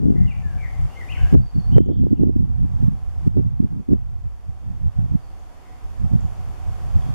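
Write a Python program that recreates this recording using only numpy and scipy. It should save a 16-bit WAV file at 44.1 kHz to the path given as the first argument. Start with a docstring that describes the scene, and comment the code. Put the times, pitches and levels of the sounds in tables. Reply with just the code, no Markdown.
"""Wind buffets a microphone, pushing its two channels in opposite directions.
Swirls of air (eddies) rumble and knock the housing; the hardest gusts overload it with a crackle.
Behind the wind, birds whistle in distant trees over the hum of far traffic and a soft hiss.
At each overload the birds and background sink abruptly, and after most they creep back up."""
import sys
import numpy as np
from scipy import signal
from scipy.fft import rfft, irfft, next_fast_len
from scipy.io import wavfile
from scipy.ndimage import uniform_filter1d, map_coordinates

SR = 44100
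rng = np.random.default_rng(int(sys.argv[2]) if len(sys.argv) > 2 else 0)


def store_pcm(level_fs):
    """Save levels as 16-bit WAV."""
    pcm = np.round(np.clip(level_fs, -1, 1) * 32767).astype(np.int16)
    wavfile.write(sys.argv[1], SR, np.atleast_2d(pcm).T)


N = 314874
TIME = np.arange(N) / SR

# Levels in the tables are relative: the functions turn them up or down.
# the breeze on the microphone: (time [s], strength [dB])
BREEZE = [(0.0, -37), (0.46, -18), (0.79, -29.5), (1.44, -19.5), (1.49, -32.5), (1.71, -20), (2.31, -20),
          (2.89, -19.5), (3.04, -25), (3.49, -17.5), (3.81, -33), (3.97, -22), (4.36, -29), (5.09, -24),
          (5.57, -33), (6.11, -22.5), (6.6, -24), (7.14, -19.5)]
# gusts on top of it: (peak time [s], half length [s], strength [dB], pitch of smallest eddies [Hz])
GUSTS = [(0.082, 0.079, -15.5, 301), (0.239, 0.08, -14.5, 159), (0.562, 0.014, -20, 152),
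         (0.821, 0.072, -14.5, 102), (1.253, 0.042, -10, 110), (1.343, 0.015, -7.5, 310),
         (1.388, 0.046, -13, 150), (1.582, 0.028, -15, 225), (1.788, 0.054, -12.5, 225),
         (1.905, 0.033, -20.0, 350), (2.02, 0.081, -18, 235), (2.125, 0.017, -13.5, 311),
         (2.238, 0.065, -16.5, 303), (2.44, 0.062, -19, 218), (2.624, 0.051, -18, 174),
         (2.88, 0.086, -18.5, 170), (3.274, 0.0093, -13, 234), (3.388, 0.024, -14.5, 278),
         (3.463, 0.017, -14.5, 171), (3.646, 0.022, -17, 236), (3.76, 0.047, -20.5, 227),
         (3.927, 0.025, -10.5, 298), (4.252, 0.028, -22.5, 93), (4.489, 0.017, -15, 115),
         (4.684, 0.058, -27, 167), (4.856, 0.046, -19, 124), (5.022, 0.037, -18, 150),
         (5.13, 0.033, -20.5, 182), (6.035, 0.023, -18, 176), (6.153, 0.043, -18.5, 184),
         (6.259, 0.017, -16, 144), (6.978, 0.041, -14.5, 129.6)]
# the tone of the wind, before its highs are rolled off: (frequency [Hz], level per hertz [dB])
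WIND_SPECTRUM = [(18, -23.5), (35, 3.5), (52, -1.5), (72, 4.5), (100, 1), (150, 3), (220, 1), (320, 0.5),
                 (600, -5.5)]
# the side that the wind favours: (time [s], left minus right [dB])
WIND_SIDE = [(0, 2), (1.1, 2.8), (1.5, -1.48), (3.0, -3), (4.2, -1.68), (4.8, -3)]
# single hard shoves of air: (time [s], level [dB], pitch [Hz])
BUFFETS = [(0.058, -2.5, 165), (.085, -2.5, 232), (.105, -3, 250), (.157, -10, 206), (1.339, -4.5, 128),
           (1.346, -1, 266), (1.764, 1.5, 126), (1.783, 2, 404), (1.806, -1, 274), (1.87, -19, 300),
           (1.897, -16, 285), (2.003, -10, 193), (2.037, -13, 314), (2.069, -8.5, 352), (2.132, -2.5, 250),
           (2.235, -1.5, 313), (2.296, -6.5, 287), (2.363, -6, 236), (2.843, -5, 140), (2.884, -2.5, 168),
           (3.278, -1, 167), (3.382, -6.5, 242), (3.604, -1.5, 198), (3.891, -8, 244), (3.933, -0.5, 273),
           (4.991, -5.5, 125), (5.154, -3.5, 169), (6.159, -4.5, 146)]
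# microphone overloads: (time [s], crackle level [dB], background just after [dB], recovery [dB/s])
OVERLOADS = [(0.104, -41, -6, 8), (1.344, -31, -8.5, 14), (1.783, -29.5, -14, 6.5),
             (2.237, -44, -13.5, 16.5), (2.88, -63, -6.5, 6), (3.275, -34.5, -9, -1.5),
             (3.935, -35, -10.3, 4)]
# a fluting song: (time [s], length [s], start pitch [Hz], middle pitch [Hz], end pitch [Hz],
# level [dB], warble depth [Hz])
SONG = [(.155, 0.12, 1980, 1990, 2060, -46, 96), (.268, 0.074, 2980, 2560, 2030, -41.5, 40),
        (.42, .14, 1800, 1666, 1527, -46.5, 6), (.58, 0.1, 2320, 2190, 1755, -41, 105),
        (.895, .091, 2740, 2910, 3190, -55, 77), (.955, 0.08, 2047, 2100, 1770, -42.5, 23),
        (1.083, 0.036, 2286, 2660, 3060, -39.5, 94), (1.115, 0.065, 2780, 2560, 1640, -42, 271),
        (1.172, 0.13, 1650, 1592, 1714, -50, 85)]
# slurred calls of other birds, with the same columns as SONG
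FAR_CALLS = [(1.715, 0.089, 2954, 3090, 3020, -41.5, 123), (1.79, 0.21, 3156, 3370, 3210, -49, 242),
             (1.95, 0.1, 3020, 2810, 2800, -55, 40), (2.12, 0.093, 2950, 2770, 3020, -53, 250),
             (2.29, .071, 5320, 5210, 5300, -60, 120), (5.19, 0.12, 4760, 4540, 4350, -61, 110),
             (5.53, 0.27, 1940, 2050, 2134, -58.5, 180), (7.01, 0.047, 3400, 3300, 3220, -62, 150)]
# a thin, high trill of separate pips: (time [s], level [dB])
TRILL = [(1.385, -57), (1.414, -52), (1.453, -55), (1.49, -53), (1.547, -52), (1.587, -48.5),
         (1.635, -52.5)]
# tiny chirps, each one quick slide: (time [s], start pitch [Hz], end pitch [Hz], level [dB])
CHIRPS = [(1.857, 5800, 7900, -53), (1.929, 4970, 4220, -49), (5.393, 6200, 7600, -50.5),
          (6.203, 6000, 8200, -55)]
# the tone of far traffic: (frequency [Hz], level per hertz [dB])
TRAFFIC_SPECTRUM = [(100, 3), (300, 1), (520, -1), (750, 0), (950, -1.5), (1150, -3), (1500, -10),
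                    (2500, -18), (4000, -30)]
# the tone of the soft hiss: (frequency [Hz], level per hertz [dB])
HISS_SPECTRUM = [(1000, 9), (3000, 7.5), (5000, 3.5), (7500, 2), (8500, -1), (11000, -4.5), (13500, -13),
                 (15000, -53)]


def wind(level_db, steepness, steadiness, sputter_db):
    """Eddies as bands of noise: faster air sheds smaller, higher ones, and the smallest come in bursts."""
    step = 40   # samples between points of the slow curves
    breeze_db, slow_time = curves(BREEZE)[0][::step], TIME[::step]
    # the smallest eddies set the top pitch, which doubles when the breeze is 12 dB stronger
    top_hz = 101.2 * 2 ** ((breeze_db - breeze_db.mean()) / 12)
    peak_s, half_length_s, gust_db, gust_top_hz = np.transpose(GUSTS)
    gust_shapes = np.exp(-((slow_time[:, None] - peak_s) / half_length_s) ** 2)
    gust_power = (from_db(gust_db) * gust_shapes) ** 2
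    wander = 2 ** (.15 * (drift(rate_hz=30)[::step] - .5))   # eddy size changes by chance
    bursts = from_db(sputter_db * drift(rate_hz=180))
    bursts /= np.sqrt(uniform_filter1d(bursts ** 2, SR // 25))
    edges_hz = 18 * 2 ** np.arange(0, 6.5, .5)   # half an octave apart
    out = np.zeros(N)
    for low, high in zip(edges_hz, edges_hz[1:]):
        hz = np.sqrt(low * high)
        noise = band(rng.standard_normal(N + SR), low / 1.1, high * 1.1)
        eddies = unit_power(band(noise, low, high)[SR:])
        swell = uniform_filter1d(eddies ** 2, int(SR * max(.03, 3 / hz))) + 1e-6
        eddies = unit_power(eddies / swell ** (steadiness / 2))   # partly even out chance swells
        fineness = (hz / wander) ** steepness   # weakens bands above the top pitch
        power = from_db(breeze_db) ** 2 / (1 + fineness / top_hz ** steepness)
        power += np.sum(gust_power / (1 + fineness[:, None] / gust_top_hz ** steepness), axis=1)
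        strength = np.interp(TIME, slow_time, np.sqrt(power))
        gain = np.sqrt((high - low) / 125) * from_db(level_at(WIND_SPECTRUM, hz) + level_db)
        burst_share = hz ** 2 / (hz ** 2 + 300 ** 2)
        out += eddies * gain * strength * (1 - burst_share + burst_share * bursts)
    return out


def buffeted(flow, cycles, clear_s):
    """A big eddy sweeps the small ones aside and swings the pressure on the microphone once or twice."""
    swings, flow_left = np.zeros(N), np.ones(N)
    for s, level_db, hz in BUFFETS:
        now = around(s)
        age = TIME[now] - s
        swings[now] += from_db(level_db) * np.sin(2 * np.pi * hz * age) / np.cosh(age * hz / cycles)
        flow_left[now] *= 1 - np.exp(-(age / clear_s) ** 2)
    return flow * flow_left + swings


def knocks(level_db, pitch_ratio):
    """Each buffet knocks the housing with one push and one pull, alike on both sides."""
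    out = np.zeros(N)
    for s, buffet_db, hz in BUFFETS:
        now = around(s)
        phase = np.clip((TIME[now] - s) * 2 * np.pi * hz * pitch_ratio, -10, 10)
        abrupt_db = 6 * np.log2(hz / 302)   # a quicker buffet knocks harder
        out[now] += from_db(buffet_db + abrupt_db + level_db) * phase * np.exp((1 - phase ** 2) / 2)
    return out


def crackles(width_s, top_hz, level_db):
    """Each overload makes a burst of noise a millisecond or two long."""
    spikes = sum(from_db(peak_db + level_db) * np.exp(-np.minimum(np.abs(TIME - s) / width_s, 30))
                 for s, peak_db, _, _ in OVERLOADS)
    low_pass = signal.butter(1, top_hz, fs=SR, output="sos")
    return signal.sosfilt(low_pass, spikes * stereo_noise(alike=-0.32))


def sinking(start_db, drop_s):
    """The level of birds and background in dB: it drops at each overload, then mostly climbs back."""
    level_db = np.full(N, start_db, float)
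    for s, _, low_db, db_per_s in OVERLOADS:
        dropped = np.clip((TIME - s) / drop_s, 0, 1)
        level_db += dropped * (low_db + db_per_s * (TIME - s) - level_db)
    return level_db


def birds():
    """A fluting singer deep in the trees, a nearer trill and scattered calls, all to the left."""
    song = whistles(SONG, warble_rate_hz=110, waver_db=4.0, fade_power=0.44)
    pips = trill_notes(first_hz=4630, sag_hz_per_s=800, length_s=.021, fall_hz=140)
    trill = whistles(pips, warble_rate_hz=0, waver_db=2.5, fade_power=0.55)
    chirps = [slide(s, 0.011, start_hz, end_hz, db) for s, start_hz, end_hz, db in CHIRPS]
    calls = whistles(list(FAR_CALLS) + chirps, warble_rate_hz=140, waver_db=5.5, fade_power=0.44)
    return (placed(song, pan_db=6.5, lag_s=.00003, direct_db=-5.5, echo_db=-5.0, echo_pan_db=5.5)
            + placed(trill, pan_db=4.0, lag_s=.00001, direct_db=-5.0, echo_db=-3.5, echo_pan_db=-1.0)
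            + placed(calls, pan_db=4.5, lag_s=.00002, direct_db=-10.0, echo_db=-8.0, echo_pan_db=2.0))


def whistles(notes, warble_rate_hz, waver_db, fade_power):
    """Each bird note is a pure tone gliding through three pitches, some with a fast warble."""
    out = np.zeros(N)
    for s, length_s, start_hz, middle_hz, end_hz, level_db, warble_hz in notes:
        progress = np.linspace(0, 1, int(length_s * SR))
        waver, jitter = [np.interp(progress, np.linspace(0, 1, 9), points)
                         for points in rng.standard_normal((2, 9))]
        hz = np.polyval(np.polyfit([0, .5, 1], [start_hz, middle_hz, end_hz], 2), progress)
        hz += warble_hz * np.sin(2 * np.pi * warble_rate_hz * length_s * progress + jitter)
        swell = np.abs(np.sin(np.pi * progress)) ** fade_power * from_db(level_db + waver_db * waver)
        at = int(s * SR)
        out[at:at + len(hz)] += np.sqrt(2) * swell * np.sin(2 * np.pi * np.cumsum(hz) / SR)
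    return out


def trill_notes(first_hz, sag_hz_per_s, length_s, fall_hz):
    """Each pip of the trill falls a little and lies lower than the one before."""
    starts, levels_db = np.transpose(TRILL)
    pitches = first_hz - sag_hz_per_s * (starts - starts[0])
    return [slide(s, length_s, hz + fall_hz / 2, hz - fall_hz / 2, db)
            for s, hz, db in zip(starts, pitches, levels_db)]


def slide(s, length_s, start_hz, end_hz, level_db):
    """A note that glides straight, without warble."""
    return s, length_s, start_hz, (start_hz + end_hz) / 2, end_hz, level_db, 0


def placed(call, pan_db, lag_s, direct_db, echo_db, echo_pan_db):
    """A bird to the left is louder and earlier there; its echo is spread wider."""
    delayed = np.interp(TIME - lag_s, TIME, call)
    direct = np.array([call * from_db(pan_db / 2), delayed * from_db(-pan_db / 2)])
    echo = tree_echo(call) * from_db([[echo_pan_db / 2], [-echo_pan_db / 2]])
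    return from_db(direct_db) * direct + from_db(echo_db) * echo


def tree_echo(call, early_s=0.045, early_db=3.0, tail_s=0.8, build_s=0.022):
    """Trunks and leaves scatter a dense early echo and a long thin tail, different on each side."""
    age = np.arange(SR) / SR
    fade = from_db(-60 * age / tail_s) + from_db(early_db) * np.exp(-age / early_s)
    echoes = rng.standard_normal((2, SR)) * fade * (1 - np.exp(-age / build_s))
    echoes /= np.sqrt(np.sum(echoes ** 2, axis=1, keepdims=True))
    return signal.fftconvolve(call[None], echoes, axes=1)[:, :N]


def background(hum_hz=744.8, hum_width_hz=29):
    """Far traffic with one narrow hum in it, and an even hiss: all are filtered noise."""
    traffic = coloured(stereo_noise(alike=0.038), TRAFFIC_SPECTRUM)
    hum_filter = signal.iirpeak(hum_hz, hum_hz / hum_width_hz, fs=SR)
    hum = unit_power(signal.lfilter(*hum_filter, stereo_noise(alike=0.2)))
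    hiss = coloured(stereo_noise(alike=0.017), HISS_SPECTRUM)
    return from_db(-47) * traffic + from_db(-53) * hum + from_db(-56.5) * hiss


def stereo_noise(alike):
    """White noise in two channels; alike runs from -1 (opposite) to 1 (the same)."""
    mid, side = rng.standard_normal((2, N))
    return np.sqrt(1 + alike) * mid + np.sqrt(1 - alike) * side * [[1], [-1]]


def coloured(noise, spectrum):
    """Give noise the tone of a spectrum table, at a power of 1."""
    size = next_fast_len(N)
    hz = np.maximum(np.fft.rfftfreq(size, 1 / SR), 1)
    return unit_power(irfft(rfft(noise, size) * from_db(level_at(spectrum, hz)), size)[:, :N])


def drift(rate_hz):
    """A random curve that wanders about zero, typically by 1."""
    points = rng.standard_normal(int(N / SR * 200))
    return map_coordinates(points, [TIME * rate_hz], order=1, mode="wrap") * np.sqrt(3 / 2)


def band(x, low_hz, high_hz):
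    """Keep the sound between two frequencies."""
    return signal.sosfilt(signal.butter(2, [low_hz, high_hz], "band", fs=SR, output="sos"), x)


def curves(table):
    """Join a table's points into one curve over time for each column after the first."""
    times, *columns = np.transpose(table)
    return [np.interp(TIME, times, column) for column in columns]


def level_at(spectrum, hz):
    """Read between the points of a spectrum, with octaves evenly spaced."""
    points_hz, levels_db = np.transpose(spectrum)
    return np.interp(np.log(hz), np.log(points_hz), levels_db)


def around(s):
    """The samples within 50 ms of a moment."""
    return slice(max(int(s * SR) - SR // 20, 0), int(s * SR) + SR // 20)


def from_db(db):
    """Turn decibels into a multiplier."""
    return 10 ** (np.asarray(db) / 20)


def unit_power(x):
    """Scale a sound to an average power of 1."""
    return x / np.sqrt(np.mean(x ** 2) + 1e-20)


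def scene():
    """Wind pushes one side as it pulls the other, over birds and background that sink and recover."""
    flutter = from_db(2.74 * drift(rate_hz=28))   # the air comes in short lumps
    flow = flutter * wind(level_db=-1.87, steepness=9.6, steadiness=0.51, sputter_db=9.5)
    gusts = buffeted(flow, cycles=0.41, clear_s=0.0026)
    shared_wind = flutter * wind(level_db=-18, steepness=8.2, steadiness=0.52, sputter_db=8)
    lean_db, = curves(WIND_SIDE)
    air = gusts * np.array([from_db(lean_db / 2), -from_db(-lean_db / 2)]) + shared_wind
    housing = knocks(level_db=-25.0, pitch_ratio=1.12)
    crackle = crackles(width_s=0.00076, top_hz=1500, level_db=2.0)
    distant_gain = from_db(sinking(start_db=-7, drop_s=0.011))
    return air + housing + crackle + distant_gain * (birds() + background())


def record(dry, cutoff_hz=14900):
    """Two narrow dips colour the treble, loud peaks are squashed and the very top is cut."""
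    for notch_hz, width_hz in [(3950, 283), (7900, 190)]:
        dry = signal.lfilter(*signal.iirnotch(notch_hz, notch_hz / width_hz, fs=SR), dry)
    rounded = dry / (1 + dry ** 8) ** (1 / 8)
    return signal.sosfilt(signal.ellip(10, .1, 70, cutoff_hz, fs=SR, output="sos"), rounded)


dry = scene()
out = record(dry)
store_pcm(out)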